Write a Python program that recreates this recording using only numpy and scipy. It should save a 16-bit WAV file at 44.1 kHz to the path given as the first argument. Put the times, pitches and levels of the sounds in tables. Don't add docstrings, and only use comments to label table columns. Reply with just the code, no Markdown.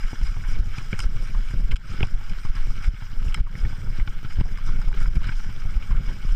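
import sys
import numpy as np
from scipy import signal
from scipy.io import wavfile

SR = 44100
rng = np.random.default_rng(int(sys.argv[2]) if len(sys.argv) > 2 else 0)


def pcm_store(signal):
    levels = np.round(np.clip(np.atleast_2d(signal), -1, 1) * 32767)
    wavfile.write(sys.argv[1], SR, levels.astype(np.int16).T)


N = 280035

# start_s (centre of the push), level_db (before the rebound is taken off),
# width_ms (nominal time scale), direction (sign of the push)
BUMPS = [(0.047, -8, 18.7, -1), (0.234, -6, 12.2, 1), (0.299, -10.5, 9.1, 1), (0.525, -7, 22.5, -1),
         (0.603, -4, 13, -1), (1.063, -4, 15, -1), (1.16, -9.5, 24.5, -1), (1.379, -6.5, 14.7, 1),
         (1.58, -7, 18, -1), (1.65, -6, 14, -1), (1.705, -10, 26, 1), (1.743, -3.5, 12, -1),
         (2.021, -14.5, 7.2, 1), (2.047, -4, 19.4, -1), (2.148, -4, 18, -1), (2.315, -10, 21.5, -1),
         (2.503, -4, 19.8, 1), (2.607, -7.5, 23, -1), (2.703, -7, 21, -1), (2.885, -3, 9.2, 1),
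         (3.187, -7.5, 21.4, -1), (3.269, -10, 7.4, -1), (3.41, -3, 14.8, -1), (3.641, -6.5, 10.6, 1),
         (3.895, -9, 20.5, -1), (4.023, -4.5, 14, 1), (4.166, -13, 27, 1), (4.389, -7.5, 5.3, 1),
         (4.448, -5.5, 19, -1), (4.705, -5.5, 20, -1), (4.766, -7.5, 16.7, -1), (4.886, -4, 20, -1),
         (4.983, -7, 20.7, -1), (5.039, -6.5, 14, -1), (5.084, -5, 13.7, 1), (5.176, -4.5, 11.8, -1),
         (5.668, -8.5, 18.3, 1), (5.772, -4.5, 12, -1), (5.924, -3.5, 11.6, 1), (5.983, -5, 15, 1),
         (6.087, -9, 17, -1), (6.299, -6.5, 13.5, 1), (6.331, -3.5, 18.4, 1)]


def from_db(db):
    return 10 ** (np.asarray(db) / 20)


def rms_one(x):
    return x / np.sqrt(np.mean(x ** 2) + 1e-20)


def band(x, low_hz, high_hz, order=2):
    sos = signal.butter(order, [low_hz, high_hz], "band", fs=SR, output="sos")
    return signal.sosfilt(sos, x)


def lowpass(x, cutoff_hz):
    return signal.sosfilt(signal.butter(2, cutoff_hz, fs=SR, output="sos"), x)


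def noise_band(low_hz, high_hz, order=2):
    return rms_one(band(rng.standard_normal(N + SR), low_hz, high_hz, order)[SR:])


def drift(rate_hz):
    r = np.exp(-2 * np.pi * rate_hz / SR)
    noise = rng.standard_normal(N + SR)
    return rms_one(signal.lfilter([1], [1, -2 * r, r * r], noise)[SR:])


def resonance(x, hz, width_hz):
    r = np.exp(-np.pi * width_hz / SR)
    b = [(1 - r * r) / 2, 0, (r * r - 1) / 2]
    a = [1, -2 * r * np.cos(2 * np.pi * hz / SR), r * r]
    return signal.lfilter(b, a, x)


def humps(times_s, heights, half_s):
    grid_s = np.arange(0, N + 100, 100) / SR
    bells = np.exp(-((grid_s - np.array(times_s)[:, None]) / half_s) ** 2)
    return np.interp(np.arange(N) / SR, grid_s, np.dot(heights, bells))


def rough_ground():
    starts_s = [row[0] for row in BUMPS]
    return np.tanh(humps(starts_s, np.ones(len(BUMPS)), half_s=0.045)) - .5


def shaking(level_db, travel=0.42):
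    sway = noise_band(6.2, 28.1, order=3)
    judder = 0.34 * noise_band(22.0, 35.5)
    free = from_db(level_db - 0.5) * rms_one(sway + judder)
    return lowpass(travel * np.tanh(free / travel), 45)


def jolts():
    out, slack, t = np.zeros(N), np.ones(N), np.arange(N) / SR
    for start_s, level_db, width_ms, direction in BUMPS:
        near = slice(max(round((start_s - .1) * SR), 0), round((start_s + 0.065) * SR))
        u = (t[near] - start_s) / (width_ms / 1000)
        rebound = 0.31 * np.exp(-(u / 2.25) ** 2)
        push = np.exp(-(u / 0.63) ** 2) - rebound
        out[near] += np.sign(direction) * from_db(level_db) * push
        slack[near] *= 1 - np.exp(-(u / 1.44) ** 2)
    return out, slack


def rumble(level_db):
    shared_db = 3.23 * drift(27.6)
    low = from_db(shared_db + 2.6 * drift(29)) * noise_band(70.0, 112.6)
    middle = from_db(-6.0 + shared_db + 2.7 * drift(42)) * noise_band(108.4, 195.0)
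    high = from_db(-17.0 + shared_db + 1.5 * drift(21)) * noise_band(179, 530)
    return from_db(level_db) * rms_one(low + middle + high)


def crackle(mean_per_s, spread_db):
    sizes = from_db(spread_db * np.minimum(rng.exponential(1, N), 5)) * rng.choice([-1, 1], N)
    clumped_per_s = mean_per_s * from_db(7 * drift(20))
    breaks = rng.random(N) < clumped_per_s / SR
    rustle = 1.2 * rng.standard_normal(N)
    return rms_one(rms_one(sizes * breaks) + rustle)


def leaves(crunch_db, crisp_db):
    # start_s (centre), crunch_change_db, crispness_change_db
    heaps = [(0.27, 4, 0.5), (0.51, 6, 0), (0.782, 4.5, -0.5), (1.01, 3, 2), (1.27, 2.5, 1), (1.5, 4.5, 2),
             (1.934, 3, -2), (2.05, 8, -2.5), (2.39, 1, 2), (2.57, 5, -3.5), (2.71, -1.5, 5), (2.851, 4, 2),
             (3.28, 1, 6), (3.6, 2, 2), (3.72, 4.5, -0.5), (3.98, 6.5, -2), (4.33, 1, 9), (4.45, 4, 4.5),
             (4.673, 4, 3), (5.01, 3, -2), (5.27, 4.5, -7), (5.4, 1.5, 2.5), (5.83, -1.5, 2.5),
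             (6.2, 0.5, -1.5)]
    heap_s, crunch_change_db, crisp_change_db = np.transpose(heaps)
    half_s = 0.037
    crunch_db = crunch_db + humps(heap_s, crunch_change_db, half_s)
    crisp_db = crisp_db + humps(heap_s, crisp_change_db, half_s)
    swell = from_db(crunch_db + 13.0 + 0.13 * drift(68))
    dull = lowpass(crackle(700, spread_db=3.5), 4500)
    crisp = from_db(crisp_db + 28.5) * crackle(2500, spread_db=5.0)
    return swell * dull, swell * crisp


def housing(dull, crisp, wander_db=0, struck=False):
    # pitch_hz, width_hz, air_level_db (through the air),
    # struck_db (added for knocks through the mount)
    modes = [(550, 310, -17, -2.5), (833, 71, -5, 0.5), (1110, 126, -4.5, -2), (1290, 118, 2.5, -4.5),
             (1530, 227, 2, -5), (2230, 167, 1, 4.5), (3010, 390, -6.5, 3.5), (3440, 119, -4.5, 4),
             (3760, 1320, -13.5, 4.5), (5037, 143, -4.5, 5), (5757, 250, -10.5, -4), (6500, 280, -17.5, 0),
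             (7340, 710, -20, 1), (8270, 350, -17.5, 4), (9900, 2450, -28.5, 3), (12700, 4800, -57, -5)]
    treble_hz = 4300
    out = np.zeros(N)
    for k, (pitch_hz, width_hz, air_level_db, struck_db) in enumerate(modes):
        level_db = air_level_db + struck * struck_db + wander_db * drift(27.0)
        drive = crisp if pitch_hz > treble_hz else dull
        out += (-1) ** k * resonance(from_db(level_db) * drive, pitch_hz, width_hz)
    return out


def whine():
    # pitch_hz, level_db (rms)
    lines = [(13786.2, -89), (13846.1, -84), (13906.1, -75), (13966.0, -87), (14026.0, -88), (14085.9, -94)]
    t = np.arange(N) / SR
    out = np.zeros(N)
    for pitch_hz, level_db in lines:
        out += np.sqrt(2) * from_db(level_db) * np.sin(2 * np.pi * (pitch_hz * t + rng.random()))
    return out


def hiss():
    return from_db(-71.5) * noise_band(10000, 22000)


def knocks():
    # start_s, level_db (before each path's trim), pitch_hz,
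    # contact_ms (decay time constant), treble_db (against level_db), thump_db (before the trim)
    contacts = [(0.13, -33, 890, 4.4, -22, -30), (0.13, -32.5, 275, 9.1, -30, -50),
                (0.213, -43, 920, 5, -10, -30), (0.366, -32.5, 910, 3.3, -20, -32.5),
                (0.438, -40, 1510, 33, -12, -38), (0.486, -50, 1000, 4, -10, -31),
                (0.782, -27.5, 2470, 3.7, -5, -28), (0.928, -30, 2710, 5.3, -20, -50),
                (0.929, -22.5, 1600, 1.5, -25, -23), (0.931, -29.5, 438, 3.4, -30, -52),
                (0.939, -31, 2400, 3.4, -12.5, -27), (0.945, -34, 1700, 3, -15, -45),
                (0.991, -21.5, 1470, 2.5, 7.5, -33.5), (1.003, -19.5, 3020, 0.97, 4, -38),
                (1.003, -31, 1440, 2.8, -20, -53), (1.346, -30, 960, 4.7, -14, -37.5),
                (1.362, -44, 890, 6.2, -13, -39), (1.508, -35.5, 1480, 4.9, 0, -35),
                (1.537, -37, 1570, 4.3, -7, -26), (1.54, -37, 417, 4.9, -30, -55),
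                (1.711, -31, 3150, 5.3, -11, -33.5), (1.716, -22.5, 2160, 4.5, -8, -54),
                (1.721, -29, 2250, 4.8, -7, -32.5), (1.729, -34, 1450, 3.6, -12, -50),
                (1.758, -20, 3100, 1.6, 4, -38), (1.759, -24.5, 1510, 2.5, -15, -50),
                (1.764, -22.5, 3140, 3.5, 5, -43), (2.006, -21.5, 1680, 1.7, -20, -24.5),
                (2.007, -18.5, 340, 2.6, -40, -55), (2.029, -18, 2740, 2.85, -30, -23.5),
                (2.031, -23, 860, 8.2, -21, -17.5), (2.037, -29, 840, 4.6, -20, -41),
                (2.049, -29, 2200, 4.3, -16, -28), (2.07, -29, 2050, 2.4, 4, -29.5),
                (2.159, -39, 690, 3.1, -5, -36.5), (2.21, -43, 840, 6.5, -6, -69),
                (2.295, -36.5, 2380, 6.9, 1, -47), (2.45, -35.5, 1160, 9.4, -3, -27.5),
                (2.553, -41, 1420, 3.8, 12, -34), (2.703, -39.5, 875, 5.5, -10, -33.5),
                (2.806, -37, 2040, 3.7, -12, -34), (2.841, -36, 1530, 3.4, -6, -45),
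                (2.937, -51, 900, 3, -10, -30.5), (3.021, -39, 870, 6.7, -15.5, -35.5),
                (3.22, -37, 1100, 4.2, -5, -33.5), (3.282, -40, 2860, 4.2, -5, -31),
                (3.344, -20, 3050, 1.23, 7.5, -57), (3.344, -21, 2070, 3.1, -18, -50),
                (3.373, -37, 1690, 2, -20, -50), (3.376, -35.5, 870, 7.6, -12, -30),
                (3.466, -32.5, 1060, 10, -20, -34), (3.553, -29, 1810, 1.3, -14, -33.5),
                (3.649, -33.5, 1800, 4.5, -14, -27.5), (3.727, -40.5, 850, 7, -12, -32.5),
                (3.871, -37.5, 950, 4.8, -12, -34.5), (3.986, -41, 1030, 3.5, -10, -27.5),
                (3.996, -30.5, 1960, 6.5, -18, -31), (4.075, -21.5, 2260, 3.5, -30, -30),
                (4.248, -31, 2230, 8.4, -22, -27.5), (4.385, -41, 804, 6.9, -8, -25),
                (4.399, -33, 1960, 11, -6, -24.5), (4.409, -32, 2980, 2.8, -10, -50),
                (4.411, -27.5, 990, 4.3, -12, -18.5), (4.453, -39, 840, 17, -13, -32),
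                (4.574, -31.5, 1370, 2.8, -1, -40), (4.584, -34.5, 1110, 5.2, -4, -56),
                (4.664, -45, 1500, 4, -5, -44), (4.69, -39, 990, 8.5, -6, -29),
                (4.791, -38, 885, 6.2, -15, -34), (4.816, -32, 1330, 4.8, -2.5, -52),
                (4.881, -38.5, 860, 25, -1.5, -51), (4.916, -25, 950, 0.83, -19, -42),
                (4.928, -27.5, 1380, 2, -18, -36), (4.94, -29, 2300, 6.1, -18, -38),
                (5.003, -36.5, 1860, 6.7, 6, -55), (5.011, -32.5, 1380, 7.2, -8, -30.5),
                (5.058, -29.5, 1460, 3.6, -20, -39), (5.155, -32, 2330, 4.6, -1, -28.5),
                (5.216, -36, 1010, 4, -12, -33), (5.269, -39, 1380, 11, 4.5, -33),
                (5.287, -38, 3100, 4.6, -10, -50), (5.291, -26, 1410, 5.6, -20, -26.5),
                (5.317, -40, 1000, 3.7, -12, -37), (5.49, -48, 1020, 21, -14, -29),
                (5.574, -53, 800, 4.3, -10, -35), (5.652, -40, 810, 5.4, -10, -38),
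                (5.823, -34, 2340, 15, -14, -37.5), (5.907, -34, 1290, 34, -13, -30),
                (5.983, -41, 885, 4.7, -8, -37.5), (6.076, -34, 1500, 2.6, -15, -39),
                (6.092, -34.5, 970, 3.7, -13, -33), (6.249, -51, 590, 1.6, -10, -29)]
    length = 4000
    thump_hz, thump_hz_per_db = 94.5, 2.5
    usual_contact_ms = 3.53
    thump_rise, thump_decay = 0.15, 0.52
    body_db, body_sharpness = 2.5, 8
    body_width_hz = 207
    dull, crisp, hard, thump, body = np.zeros((5, N + length))
    t = np.arange(length) / SR
    for row, grit in zip(contacts, rng.standard_normal((len(contacts), 2, length))):
        start_s, level_db, pitch_hz, contact_ms, treble_db, thump_db = row
        start = round(start_s * SR)
        span = slice(start, start + length)
        fading = np.exp(-1000 * t / contact_ms)
        blow = 3.8 * (t == 0)
        pitched = band(grit[0] + blow, pitch_hz / 3.5, pitch_hz * 1.124)
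        burst = np.array([pitched, grit[1] + blow]) * fading
        burst = burst / np.sqrt((burst ** 2).sum(axis=1, keepdims=True) / (fading ** 2).sum())
        dull[span] += from_db(level_db - 1.0) * burst[0]
        width_hz = max(pitch_hz / body_sharpness, body_width_hz)
        body[span] += from_db(level_db + body_db) * resonance(burst[0], pitch_hz, width_hz)
        crisp[span] += from_db(level_db + 6.5 + treble_db) * burst[1]
        hard_db = 2.73 * (level_db + treble_db) + 30.5
        hard[span] += from_db(hard_db) * (burst[1] + 2.25 * (t == 0))
        force_hz = thump_hz + thump_hz_per_db * (thump_db + 35)
        cycles = force_hz * (usual_contact_ms / contact_ms) ** 0.11 * t
        swing = np.sin(2 * np.pi * cycles) + 0.053 * np.sin(2 * np.pi * 2.31 * cycles)
        envelope = np.exp(-cycles / thump_decay) * (1 - np.exp(-cycles / thump_rise))
        thump[span] -= from_db(thump_db + 13.5) * envelope * swing
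    return dull[:N], crisp[:N], hard[:N], thump[:N], body[:N]


def clasp(hard):
    pitches_hz = [2220, 3080, 3900, 4730, 5040, 5210, 7230]
    # level_db, t60_s
    rings = [(-3, 0.035), (0.5, 0.036), (-5, 0.28), (-16, 0.05), (-0.5, 0.067), (-3, 0.085), (-14, 0.035)]
    out = np.zeros(N)
    for pitch_hz, (level_db, t60_s) in zip(pitches_hz, rings):
        out += from_db(level_db) * resonance(hard, pitch_hz, 2.2 / t60_s)
    return out


def scene():
    # start_s, shake_db (slow shaking),
    # rumble_db (tyres), crunch_db (leaves), crisp_db (crispness of the leaves)
    ride = [(0, -23, -42, -45.5, -27), (0.45, -16, -39.5, -49, -27.5), (0.75, -13.5, -34, -46.5, -29),
            (1.1, -20, -36.5, -48, -28), (1.45, -10.5, -38.5, -48.5, -29), (1.75, -21.5, -37.5, -50.5, -29),
            (1.9, -18.5, -31.5, -44.5, -29), (2.2, -21, -40.5, -48.5, -28.5), (2.8, -16.5, -40.5, -47, -30),
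            (3.05, -20.5, -41, -50.5, -28), (3.45, -16.5, -34.5, -48, -32.5), (3.8, -19, -35, -50.5, -27.5),
            (4.22, -19.5, -41, -50.5, -30.5), (4.5, -14.5, -36, -50, -32), (5.1, -14.5, -37, -48, -29),
            (5.45, -15.5, -37.5, -48, -28), (5.9, -20, -35, -48, -30), (6.35, -15.5, -39, -48, -25.5)]
    start_s, *columns = np.transpose(ride)
    t = np.arange(N) / SR
    shake_db, rumble_db, crunch_db, crisp_db = [np.interp(t, start_s, c) for c in columns]

    rough = rough_ground()
    pushes, slack = jolts()
    shake = slack * shaking(shake_db + 12 * rough)
    ground = shake + pushes + rumble(rumble_db + 7 * rough)

    litter = housing(*leaves(crunch_db, crisp_db), wander_db=2.0)
    electronics = whine() + hiss()
    knock_dull, knock_crisp, knock_hard, thump, body = knocks()
    struck = housing(knock_dull, knock_crisp, struck=True) + body + clasp(knock_hard)
    return (ground + thump + litter + struck + electronics)[None]


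def record(dry, threshold_db=-8.5, slope=3.92, release_db_per_s=90, attack_s=0.0026):
    over_db = np.maximum(20 * np.log10(np.abs(dry) + 1e-9) - threshold_db, 0)
    climb_db = release_db_per_s * np.arange(N) / SR
    held_db = np.maximum.accumulate(slope * over_db + climb_db, axis=1) - climb_db
    r = np.exp(-1 / (attack_s * SR))
    duck_db = signal.lfilter([(1 - r) ** 2], [1, -2 * r, r * r], held_db)
    ducked = dry * from_db(-duck_db)
    top_cut = signal.ellip(10, .5, 70, 15250, fs=SR, output="sos")
    return signal.sosfilt(top_cut, ducked)


dry = scene()
out = record(dry)
pcm_store(out)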